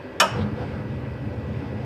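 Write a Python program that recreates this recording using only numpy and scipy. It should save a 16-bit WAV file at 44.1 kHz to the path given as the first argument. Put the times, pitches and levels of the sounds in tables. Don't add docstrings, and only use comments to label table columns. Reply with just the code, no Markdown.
import sys
import numpy as np
from scipy import signal
from scipy.fft import rfft, irfft, next_fast_len
from scipy.io import wavfile
from scipy.ndimage import uniform_filter1d, map_coordinates

SR = 44100
rng = np.random.default_rng(int(sys.argv[2]) if len(sys.argv) > 2 else 0)


def store_wav(level_fs):
    pcm = np.round(np.clip(np.atleast_2d(level_fs), -1, 1) * 32767)
    wavfile.write(sys.argv[1], SR, pcm.T.astype(np.int16))


N = 81585


def valve():
    # (time [s], level [dB])
    blows = [(.1996, 0), (.2085, -8), (.2275, -12), (.2405, -19)]
    # (frequency [Hz], peak before ring gain [dB], time to peak [s], T60 [s])
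    plunger_modes = [(5222, -31, .002, .16), (5426, -21, .003, .045), (5590, -14, .003, .02),
                     (6500, -25, .003, .035), (7400, -32, .003, .05)]
    # (frequency [Hz], peak before ring gain and onset [dB], time to peak [s], T60 [s])
    panel_modes = [(196, -27, .04, .12), (372, -33, .02, .1), (450, -35, .02, .1), (536, -24, .018, .14),
                   (612, -23.5, .024, .15), (654, -24.5, .022, .2), (765, -23, .009, .12),
                   (824, -24, .011, .16), (923, -17, .033, .035), (983, -23, .022, .1),
                   (1205, -21, .009, .13), (1279, -18, .038, .025), (1380, -18, .004, .09),
                   (1514, -23, .015, .08), (1608, -25, .02, .07), (1690, -25, .016, .1),
                   (1780, -24, .014, .08), (2507, -21, .013, .07), (2580, -42, .07, .2),
                   (2842, -39, .06, .17), (2880, -23, .005, .07), (3005, -38, .07, .14),
                   (3010, -20, .015, .04), (3450, -21, .003, .04), (3750, -23, .003, .035),
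                   (5040, -49, .05, .25), (5380, -49, .05, .25), (5540, -47, .07, .2)]
    # (frequency [Hz], relative density [dB per Hz])
    rattle_spectrum = [(150, -49.5), (250, -28.5), (675, -3), (1300, 0.5), (2120, -12.5), (2470, -8.5),
                       (4310, -19), (5450, -9.5), (6030, -18), (6560, -13), (14000, -30)]
    # (frequency [Hz], T60 [s])
    rattle_t60 = [(400, 0.18), (1200, 0.011), (3000, 0.16), (6000, 0.046), (12000, 0.091)]
    # (frequency [Hz], T60 [s])
    room_t60 = [(400, 1), (1500, 0.94), (5000, 0.44), (12000, 0.23)]
    rattle_db, room_db, onset_s = -13, -26.5, .002

    out = np.zeros(N)
    plunger = ringing(plunger_modes)
    for time_s, db in blows:
        out[round(time_s * SR):][:SR] += amp(db) * plunger
    rattle = amp(rattle_db) * dying(rattle_spectrum, rattle_t60)
    room = amp(room_db) * dying(rattle_spectrum, room_t60)
    onset = 1 - np.exp(-np.arange(SR) / SR / onset_s)
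    clack = (ringing(panel_modes) + rattle + room) * onset
    out[round(blows[0][0] * SR):][:SR] += clack
    return out


def ringing(modes):
    gain_db, waver_db, blur_rad, waver_hz = -2.5, 2.5, .9, 70
    t = np.arange(SR) / SR
    rate = np.log(1000)
    out = 0
    for hz, db, peak_s, t60_s in modes:
        swell = (t / peak_s) ** (rate * peak_s / t60_s)
        decay = np.exp(-rate * (t - peak_s) / t60_s)
        phase = 2 * np.pi * (hz * t + rng.random()) + blur_rad * wobble(waver_hz)[:SR]
        gain = amp(db + gain_db + waver_db * wobble(waver_hz)[:SR])
        out = out + gain * swell * decay * np.sin(phase)
    return out


def dying(spectrum, t60):
    hz, t, z = signal.stft(rng.standard_normal(SR), SR, nperseg=128)
    decay_db = -60 * t / along(t60, hz)[:, None]
    z = z * amp(along(spectrum, hz)[:, None] + decay_db)
    burst = signal.istft(z, SR, nperseg=128)[1][:SR]
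    return burst / np.std(burst[:SR // 100])


def lighting():
    # (multiple of the throb, level at full swell [dB rms], lag [s])
    partials = [(1, -29.5, 0), (2, -26.5, .015)]
    full_s, rise_s, hold_s, fall_s = .378, .012, .081, .028
    throb_hz, blur_rad, waver_db = 104.56, 1, .5
    t = np.arange(N) / SR
    throb = 0
    for multiple, db, lag_s in partials:
        early_s = np.minimum(t - full_s - lag_s, 0)
        late_s = np.maximum(t - full_s - hold_s, 0)
        swell = np.exp(-(early_s / rise_s) ** 2 - (late_s / fall_s) ** 2)
        phase = 2 * np.pi * (round(multiple) * throb_hz * t + rng.random()) + blur_rad * wobble(40.2)
        gain = np.sqrt(2) * amp(db + waver_db * wobble(42.95))
        throb = throb + gain * swell * np.sin(phase)
    return throb + puff()


def puff():
    peak_s, length_s, peak_db = .422, .018, -47
    centre_hz, width_hz = 3600, 1200
    hiss = rush(lambda f: 1 / (1 + ((f - centre_hz) / (width_hz / 2)) ** 2), patchy_db=2.5)
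    envelope = np.exp(-((np.arange(N) / SR - peak_s) / length_s) ** 2)
    return amp(peak_db) * envelope * hiss


def flames():
    # (time [s], level [dB])
    roar_level = [(.22, -51), (.27, -40), (.33, -29.5), (.38, -23.5), (.45, -25.5), (.49, -34.5),
                  (.53, -24.5), (.57, -31.5), (.61, -25), (.655, -32.5), (.72, -28.5), (.85, -30),
                  (1, -28.5), (1.15, -32), (1.26, -28.5), (1.42, -31.5), (1.57, -27), (1.66, -30.5),
                  (1.85, -33)]
    # (frequency [Hz], relative density [dB per Hz])
    roar_spectrum = [(25, -50), (50, -11), (80, 3.5), (150, -1.5), (185, -13), (310, -16.5), (400, -34),
                     (600, -62.5)]
    # (time [s], level [dB])
    jet_level = [(.24, -43), (.3, -47.5), (.39, -31.5), (.45, -39.5), (.53, -41.5), (.61, -34.5),
                 (.72, -38), (.85, -42), (1.3, -43.5), (1.6, -41), (1.85, -40)]
    # (frequency [Hz], relative density [dB per Hz])
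    jet_spectrum = [(250, -35), (340, 3), (450, 0), (620, -5), (845, 0), (1030, -11.5), (1630, -4.5),
                    (1860, -17.5), (2020, -9), (2600, -14.5), (3300, -16.5), (4100, -24), (4850, -20.5),
                    (5600, -30.5), (7000, -41), (8900, -36.5), (10300, -63), (14000, -54)]
    # (frequency [Hz], width [Hz], boost [dB])
    resonances = [(121, 68, 6.5), (211.8, 17.4, 18.5), (287.5, 60, 13), (495, 53.4, 14)]
    flutter_db, flutter_hz = .5, 16

    def chamber_db(f):
        return sum(db / (1 + ((f - hz) / (width_hz / 2)) ** 2) for hz, width_hz, db in resonances)

    roar = rush(lambda f: amp(along(roar_spectrum, f) + chamber_db(f)), patchy_db=1.24)
    roar = unit(roar * amp(flutter_db * wobble(flutter_hz)))
    jets = rush(lambda f: amp(along(jet_spectrum, f) + chamber_db(f)), patchy_db=-2.0)
    return level(roar_level) * roar + level(jet_level) * jets


def fan():
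    # (frequency [Hz], relative density [dB per Hz])
    air_spectrum = [(30, -11), (86, 0.5), (223, -4.5), (254, 4), (354, -6.5), (495, -3.5), (563, -0.5),
                    (709, -14.5), (965, -9.5), (1310, -19.5), (1660, -15.5), (2090, -24), (2560, -20.5),
                    (3150, -33.5), (4900, -38), (6500, -47), (9800, -51), (11300, -59), (12000, -58),
                    (13000, -54), (14000, -51)]
    # (frequency [Hz], level [dB rms])
    tones = [(393, -48.5), (1690, -67), (1820, -70.5), (1951, -57), (2565, -65), (12005, -83), (12035, -90)]
    air_db, waver_db, drift_rad = -38.5, .5, .9
    t = np.arange(N) / SR
    hum = 0
    for hz, db in tones:
        gain = np.sqrt(2) * amp(db + waver_db * wobble(5.75))
        hum = hum + gain * np.sin(2 * np.pi * hz * t + drift_rad * wobble(10.0))
    air = rush(lambda f: amp(along(air_spectrum, f)), patchy_db=1.0)
    return amp(air_db) * air + hum


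def rush(response, patchy_db):
    z = signal.stft(rng.standard_normal(N + 512), nperseg=512)[2]
    patches = uniform_filter1d(rng.standard_normal(z.shape), size=5, axis=0)
    patches = uniform_filter1d(patches, size=10, axis=1)
    noise = signal.istft(z * amp(patchy_db * unit(patches)), nperseg=512)[1][:N]
    return unit(filtered(noise, response))


def filtered(x, response):
    m = next_fast_len(N + 8192)
    return irfft(rfft(x, m) * response(np.fft.rfftfreq(m, 1 / SR)), m)[..., :N]


def wobble(rate_hz):
    return map_coordinates(rng.standard_normal(400), [np.arange(N) * rate_hz / SR])


def level(points):
    time_s, db = np.transpose(points)
    return amp(np.interp(np.arange(N) / SR, time_s, db))


def along(points, hz):
    f, value = np.transpose(points)
    return np.interp(np.log(hz + 1), np.log(f + 1), value)


def amp(db):
    return 10 ** (np.asarray(db) / 20)


def unit(x):
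    return x / np.sqrt(np.mean(x ** 2) + 1e-20)


def scene():
    return (valve() + lighting() + flames() + fan())[None]


def record(dry):
    low_cut_hz, top_hz, top_edge_hz = 40, 13960, 80

    def microphone(hz):
        bass = hz ** 2 / (hz ** 2 + low_cut_hz ** 2)
        top = np.clip((top_hz - hz) / top_edge_hz + .5, 0, 1) ** 2
        return top * bass

    return filtered(dry, microphone)


dry = scene()
out = record(dry)
store_wav(out)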